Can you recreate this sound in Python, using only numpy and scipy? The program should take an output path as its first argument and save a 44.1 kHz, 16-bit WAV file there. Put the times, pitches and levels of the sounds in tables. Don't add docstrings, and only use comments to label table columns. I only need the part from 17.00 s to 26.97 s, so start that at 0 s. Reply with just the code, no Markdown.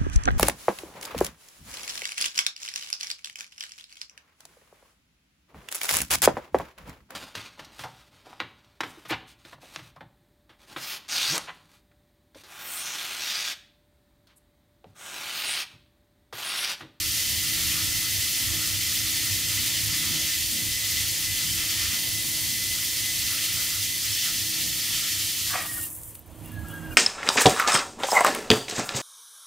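import sys
import numpy as np
from scipy import signal
from scipy.fft import rfft, irfft, next_fast_len
from scipy.io import wavfile
from scipy.ndimage import map_coordinates

SR = 44100
rng = np.random.default_rng(int(sys.argv[2]) if len(sys.argv) > 2 else 0)


def store_wav(level_fs):
    pcm = np.round(np.clip(np.atleast_2d(level_fs), -1, 1) * 32767)
    wavfile.write(sys.argv[1], SR, pcm.T.astype(np.int16))


def amplitude_ratio(level_db):
    exponent = np.asarray(level_db, float) / 20
    return 10 ** exponent


N = 439677
SIZE = next_fast_len(N)
HZ = np.arange(SIZE // 2 + 1) * SR / SIZE + 1e-3
TIME = np.arange(N) / SR
TOP_HZ = 15640
COAST_S = 8.5
STIR_S = 9.62

# frequency in Hz, left minus right in dB.
BALANCE = [(25, -1), (60, -7), (110, -8.5), (200, -8), (380, -4), (700, .5), (1300, 0), (15000, -.2)]
# time in seconds, nominal level in dB.
HUM_COURSE = [(0.0, -49.5), (0.69, -46), (1.39, -49), (1.56, -43.5), (1.66, -48.5), (3.03, -46),
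              (3.13, -43), (3.33, -52), (3.66, -43.5), (3.72, -50.5), (4.53, -46.5), (7.22, -51),
              (7.3, -46.5), (8.44, -52), (8.55, -48.5), (9.24, -59.5), (9.44, -43.5), (9.77, -43.5),
              (9.89, -38), (9.97, -43)]
HUM_MEAN_DB = -47


def shape(points):
    hz, db = np.transpose(points)
    return amplitude_ratio(np.interp(np.log(HZ), np.log(hz), db))


def peaks(modes):
    power = sum(amplitude_ratio(db) ** 2 / (1 + (2 * (HZ - hz) / width) ** 2) ** 2 for hz, width, db in modes)
    return np.sqrt(power)


def curves(table):
    s, *columns = np.transpose(table)
    return [np.interp(TIME, s, c) for c in columns]


def after(s, rise_s):
    return np.clip((TIME - s) / rise_s, 0, 1)


def unit(x):
    return x / np.sqrt(np.mean(np.mean(np.atleast_2d(x), 0) ** 2))


def walk(rate_hz):
    knots = rng.standard_normal(int(N / SR * rate_hz) + 3)
    return map_coordinates(knots, [TIME[::64] * rate_hz], order=3).repeat(64)[:N]


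def air(gain, lo_hz, hi_hz, shared_db, own_db, rate_hz, wide_db=0):
    # frequency in Hz, radians by which the left microphone leads.
    lead = [(5500, 0.034), (8200, 0.057), (15600, 0.98)]
    # frequency in Hz, nominal level of the unshared part in dB.
    spread = [(25, -14), (60, -10), (300, -13), (700, -20), (1150, -18), (1500, -22), (2400, -19),
              (4400, -13.5), (8000, -5.5), (15000, -6.5)]
    mid, apart = rfft(rng.standard_normal((2, SIZE))) * gain
    lean = np.sqrt(shape(BALANCE)) * np.exp(.5j * np.interp(HZ, *np.transpose(lead)))
    apart = apart * np.minimum(shape(spread) * amplitude_ratio(wide_db), .6)
    pair = np.array([(mid + apart) * lean, (mid - apart) / lean])
    shared_flicker_db = shared_db * walk(rate_hz)
    out = 0
    for hz in lo_hz * 2 ** np.arange(0, np.log2(hi_hz / lo_hz), .5):
        band = np.cos(np.pi / 2 * np.clip(2 * np.log2(HZ / hz), -1, 1)) ** 2
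        flicker_db = shared_flicker_db + own_db * walk(rate_hz)
        out = out + irfft(pair * band, SIZE)[:, :N] * amplitude_ratio(flicker_db)
    return unit(out)


def tones(table, flicker_db, rate_hz):
    out = 0
    for hz, wander_hz, db in table:
        lean = np.sqrt(shape(BALANCE)[int(hz * SIZE / SR)])
        phase = 2 * np.pi * np.cumsum(hz + wander_hz * walk(12)) / SR
        tone = np.sin(phase) * amplitude_ratio(db + flicker_db * walk(rate_hz))
        out = out + np.array([[lean], [1 / lean]]) * tone
    return out


def rush(surge_db, down_db, gust_db):
    # frequency in Hz, relative density in dB per Hz.
    colour = [(900, -56), (1500, -16.5), (1650, -11.5), (1800, -1.5), (2200, -3), (2900, -1), (3200, 0.5),
              (3750, -1.5), (4600, -1), (6500, -2), (8000, -7), (10400, -26), (17000, -100)]
    # frequency in Hz, width in Hz, relative level in dB.
    resonances = [(2770, 120, -3), (2950, 30, -4), (3069, 30, 0), (3125, 60, 0), (3210, 25, -1),
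                  (3400, 90, 0), (3540, 50, -2), (3620, 40, -4), (3900, 40, -2), (4176, 22, 0),
                  (4360, 50, -2), (4485, 60, 0), (4749, 60, -1), (4964, 40, -2), (5170, 30, -4),
                  (5346, 70, -1), (5600, 50, -4), (5906, 16, 1), (6755, 65, -3)]
    # frequency in Hz, width in Hz, share of the rush removed (0-1).
    notches = [(2846, 56, 0.46), (3314, 84, 0.5), (3690, 54, .4), (5450, 50, 0.3)]
    duct = np.sqrt(1 + (amplitude_ratio(3.5) * peaks(resonances)) ** 2)
    duct = duct * (1 - sum(cut * peaks([(hz, width, 0)]) for hz, width, cut in notches))
    flow = air(shape(colour) * duct, 1000, 10000, .15, .7, 36)
    low = signal.sosfiltfilt(signal.butter(4, 3000, fs=SR, output="sos"), flow)
    low_db = 0.2 * surge_db * (1.5 - after(COAST_S, 0.042))
    flow = flow + (amplitude_ratio(low_db) - 1) * low
    rush_db = -31 + 0.15 * surge_db + down_db + 0.26 * walk(3.99)
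    return amplitude_ratio(rush_db + gust_db) * flow


def crackle(rate_hz, spread_db):
    decay_s = 0.00065
    spikes = (rng.random(N) < rate_hz / SR) * amplitude_ratio(spread_db * rng.exponential(size=N))
    return 1 + signal.lfilter([1], [1, -np.exp(-1 / (decay_s * SR))], spikes)


def leak(surge_db, down_db, gust_db):
    # frequency in Hz, relative density in dB per Hz.
    colour = [(2400, -60), (4000, -50), (5400, -22), (6200, -16), (7000, -10), (8300, -4.5), (9000, -2.5),
              (11700, -4.5), (14000, -3.5), (16000, -5.5)]
    sputter_db = 1.8 * after(COAST_S, 0.37) * walk(45)
    leak_db = -31 + 0.04 * surge_db + down_db + 0.19 * walk(4.0) + sputter_db
    hiss = air(shape(colour), 3620, 17000, 0.11, 0.39, 24)
    hiss = hiss * crackle(25 + 70 * after(COAST_S, 0.3), 0.87)
    return amplitude_ratio(leak_db + gust_db) * unit(hiss)


def duct_mode(surge_db, rush_down_db):
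    # frequency in Hz, width in Hz, relative level in dB.
    low_modes = [(1140, 13, -10), (1180, 13, 3), (1334, 335, 6)]
    mode_db = -47.6 + surge_db + 0.78 * rush_down_db + 2.2 * walk(5.5) + 28.5 * after(STIR_S, .08)
    return amplitude_ratio(mode_db) * air(peaks(low_modes), 730, 2900, 1.8, 2.1, 18)


def airflow():
    # time in seconds, nominal level of the low duct mode in dB.
    surge_course = [(0.0, -57), (0.8, -48), (0.87, -55), (3.32, -51.5), (3.46, -62.5), (4.0, -53),
                    (4.09, -57.5), (4.92, -49.5), (4.99, -61), (6.26, -56.5), (6.31, -50.5), (6.92, -59.5),
                    (7.27, -49.5), (7.46, -64), (7.58, -54), (7.67, -58.5), (8.05, -53), (8.45, -61)]
    # time in seconds, rush in dB, leak in dB, both against the held level.
    rundown = [(8.52, 3.5, 0), (8.58, -0.5, -6), (8.66, -6, -4.5), (8.74, -10.5, -2), (8.86, -13.5, -3),
               (8.91, -29, -6.5), (9.12, -31, -14), (9.25, -35, -31), (9.45, -27, -20), (9.6, -29, -24.5),
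               (9.7, -24, -18), (9.89, -27, -21), (9.925, -20.5, -20)]
    surge_db = curves(surge_course)[0] + 47
    rush_down_db, leak_down_db = curves(rundown)
    gust_db = .5 * walk(34)
    flow = rush(surge_db, rush_down_db, gust_db) + leak(surge_db, leak_down_db, gust_db)
    return flow + duct_mode(surge_db, rush_down_db)


def whine():
    # time in seconds, nominal pitch in Hz, nominal level in dB.
    blade_course = [(0, 2023, -47), (1.5, 2026, -45), (4.5, 2025, -44), (6.5, 2022, -44), (8, 2018, -55),
                    (8.45, 2010, -56), (8.55, 1945, -47), (8.595, 1920, -43), (8.635, 1910, -45),
                    (8.658, 1900, -57), (8.676, 1892, -47), (8.712, 1890, -42), (8.73, 1880, -54),
                    (8.745, 1872, -44), (8.81, 1860, -47), (8.83, 1855, -48), (8.86, 1845, -57),
                    (8.9, 1840, -78), (9.45, 1700, -80), (9.51, 1685, -64), (9.536, 1678, -50),
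                    (9.553, 1675, -55), (9.578, 1670, -43), (9.605, 1664, -51), (9.628, 1662, -50),
                    (9.642, 1658, -61), (9.652, 1655, -49), (9.712, 1645, -49), (9.724, 1640, -54),
                    (9.742, 1632, -39), (9.79, 1620, -44), (9.803, 1615, -56), (9.822, 1612, -57),
                    (9.83, 1610, -45), (9.862, 1608, -39), (9.886, 1604, -51), (9.92, 1600, -54),
                    (9.934, 1600, -46), (9.955, 1592, -72)]
    hz, db = curves(blade_course)
    coast = after(COAST_S, .05)
    phase = 2 * np.pi * np.cumsum(hz + 1.5 * walk(12) + 7 * coast * walk(60)) / SR
    blur = 0
    for wave in (np.sin, np.cos):
        blur = blur + ((1 - coast) * walk(50) + coast * walk(130)) * wave(phase)
    blur = (.36 - .06 * coast) * blur
    second = walk(110) * np.sin(2 * phase) + walk(110) * np.cos(2 * phase)
    third_gain = amplitude_ratio(-5) / (1 + ((3 * hz - 6076) / 150) ** 2)
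    apart = (.2 + .05 * coast) * walk(12) * np.cos(phase)
    tone = np.sin(phase) + blur + amplitude_ratio(-21 - 3 * coast) * second + third_gain * np.sin(3 * phase)
    tone = tone + np.array([apart, -apart])
    return np.sqrt(2) * tone * amplitude_ratio(db + (1.5 - .9 * coast) * walk(25))


def whistles():
    # start in seconds, length in seconds, frequency in Hz, nominal level in dB.
    calls = [(8.655, .03, 2820, -49), (8.69, .015, 2940, -50), (8.78, .018, 1440, -46),
             (8.72, .09, 2840, -57), (8.815, 0.045, 2800, -52), (9.447, 0.12, 2790, -61),
             (9.54, .012, 3370, -60), (9.55, .12, 4174, -71), (9.64, .05, 1350, -54),
             (9.66, .19, 2783, -61), (9.705, .025, 2960, -55), (9.7, .03, 3300, -58),
             (9.75, .05, 3270, -58), (9.83, .04, 3300, -61), (9.86, .05, 2790, -57),
             (9.912, 0.02, 2810, -50), (9.9, 0.016, 1530, -43), (9.915, 0.03, 2440, -54),
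             (9.922, .022, 1450, -51)]
    edge_s, blur = 0.006, 0.5
    out = 0
    for s, length_s, hz, db in calls:
        phase = 2 * np.pi * hz * TIME
        gate = after(s - edge_s, 2 * edge_s) * (1 - after(s + length_s - edge_s, 2 * edge_s))
        tone = (1 + blur * walk(110)) * np.sin(phase) + blur * walk(110) * np.cos(phase)
        out = out + amplitude_ratio(db) * gate * tone
    return np.sqrt(2) * out


def vent():
    # frequency in Hz, width in Hz, relative level in dB, lag in seconds.
    resonances = [(570, 160, -12.5, 0.014), (730, 210, -5.5, 0.015), (1180, 270, 1, 0.0036),
                  (1720, 560, 0.5, -0.011), (2320, 1200, -3, 0.031)]
    # time of full flow in seconds, hold in seconds, relative level in dB.
    puffs = [(8.533, 0.023, -29.5), (8.748, 0.072, -53)]
    rise_db_s, fall_db_s = 400, 139

    def loss_db(s, hold_s):
        return rise_db_s * np.maximum(s - TIME, 0) + fall_db_s * np.maximum(TIME - s - hold_s, 0)

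    out = 0
    for hz, width_hz, ring_db, lag_s in resonances:
        gain = sum(amplitude_ratio(db + ring_db - 5 - loss_db(s + lag_s, hold_s)) for s, hold_s, db in puffs)
        out = out + gain * air(peaks([(hz, width_hz, 0)]), hz / 2, hz * 2, .3, .6, 30, wide_db=5)
    return out * amplitude_ratio(3 * walk(130) - 1)


def ticks():
    # start in seconds, peak in dB, lower edge in Hz, gain of the knock in dB.
    snaps = [(8.813, -15, 7000, -35), (8.879, -24, 8000, -35), (8.9025, -24, 7000, -35),
             (8.9295, -24, 7000, -35), (8.9515, -24, 7000, -35), (8.965, -26, 10000, -35),
             (8.987, -25, 9000, -35), (9.0335, -23, 7000, -22), (9.0355, -23, 7000, -15),
             (9.057, -28, 11000, -35), (9.145, -32, 12000, -35), (9.151, -25, 8100, -24),
             (9.1535, -30, 8000, -9), (9.192, -31, 12000, -35), (9.262, -37, 12000, -30),
             (9.4595, -24, 9000, -30), (9.483, -34, 12000, -30), (9.518, -32, 11000, -30),
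             (9.542, -32, 11500, -30), (9.685, -28, 8000, -23), (9.714, -33, 13000, -30),
             (9.741, -27, 8500, -30), (9.931, -28, 9000, -18), (9.939, -31, 11000, -25)]
    snap_s, fizz_s, fizz_db = .00015, .004, -10
    out, t = np.zeros((2, N + 1024)), np.arange(1024) / SR
    decay = np.exp(-t / snap_s) + amplitude_ratio(fizz_db) * np.exp(-t / fizz_s)
    knock_band = signal.butter(2, [1300, 6000], "band", fs=SR, output="sos")
    noises = rng.standard_normal((len(snaps), 3, len(t)))
    for (s, db, low_hz, knock_db), noise in zip(snaps, noises):
        pair = (noise[0] + .5 * noise[1:]) * decay + 4 * (t == 0)
        snap_band = signal.butter(4, [low_hz, TOP_HZ], "band", fs=SR, output="sos")
        tick = signal.sosfilt(snap_band, pair) + amplitude_ratio(knock_db) * signal.sosfilt(knock_band, pair)
        i = int(s * SR)
        out[:, i:i + len(t)] += amplitude_ratio(db) * tick / np.abs(tick.mean(0)).max()
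    return out[:, :N]


def motor(swing_db):
    # frequency in Hz, width in Hz, relative level in dB.
    body = [(51.7, 18, -16), (76, 14.5, -7.5), (101.4, 13, 0)]
    throb_hz, crest_s, throb_db, sag_db_s = 3.565, .08, 3.3, 0.52
    throb = np.cos(2 * np.pi * throb_hz * (TIME - crest_s))
    motor_db = -41 + 0.49 * swing_db - sag_db_s * TIME + throb_db * throb + 2.5 * after(9.35, 0.18)
    return amplitude_ratio(motor_db) * air(peaks(body) + amplitude_ratio(-16.0) * (HZ < 130), 24, 180, 0.44, 0.37, 5.4)


def bay_hum(hum_db):
    # frequency in Hz, relative density in dB per Hz.
    colour = [(20, -22), (90, -44), (150, -7), (200, -11.5), (290, -11.5), (350, -14.5), (390, -23.5),
              (560, -49)]
    # frequency in Hz, width in Hz, level over the colour in dB.
    standing = [(130, 10, 6), (161, 10, 6), (188, 10, 2), (220, 10, 8), (252, 12, 7), (290, 12, 6),
                (350, 12, 6)]
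    # frequency in Hz, pitch wander in Hz, nominal level against the hum course in dB.
    machines = [(130.8, 2.26, -6.5), (161.4, 1.95, -5), (221.6, 2.17, -16.5), (316.5, 0.3, -2.5)]
    hum = air(shape(colour) * np.hypot(1, peaks(standing)), 22, 400, .6, 1.1, 8)
    return amplitude_ratio(hum_db + 1.05 * walk(3.3)) * (amplitude_ratio(-1.5) * hum + tones(machines, 1.2, 6))


def bay_upper(swing_db):
    # frequency in Hz, relative density in dB per Hz.
    colour = [(350, -3.5), (500, 1.5), (640, 1), (760, -3.5), (950, -1.5), (1300, -8), (2000, -10),
              (3300, -12), (3900, -19), (6000, -27), (14000, -22), (16000, -24)]
    # frequency in Hz, width in Hz, level over the colour in dB.
    ring = [(3300, 91, -4), (6340, 130, 16)]
    # frequency in Hz, pitch wander in Hz, final nominal level against the upper noise in dB.
    machines = [(955, 15, -14), (6400, 40, -17), (7650, 6, -15), (13954, 6, -19), (14174, 6, -15)]
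    upper = air(shape(colour) * np.hypot(1, peaks(ring)), 350, 17000, .6, 1.6, 16, wide_db=1)
    tones_db = -3.5 * (1 - after(9.42, .06))
    upper_db = -53 + 0.45 * swing_db + 1.5 * after(STIR_S, .08)
    return amplitude_ratio(upper_db) * (upper + amplitude_ratio(tones_db) * tones(machines, 4, 30))


def lows():
    hum_db, = curves(HUM_COURSE)
    swing_db = hum_db - HUM_MEAN_DB
    return motor(swing_db) + bay_hum(hum_db) + bay_upper(swing_db)


def scene():
    fade = amplitude_ratio(-5 * after(9.942, .01))
    return (airflow() + whine() + whistles()) * fade + vent() + ticks() + lows()


def roll_off(x):
    return signal.sosfilt(signal.butter(12, 17000, fs=SR, output="sos"), x)


def record(dry):
    cut = signal.sosfilt(signal.ellip(12, .3, 80, TOP_HZ, fs=SR, output="sos"), dry)
    return roll_off(cut)


dry = scene()
out = record(dry)
store_wav(out)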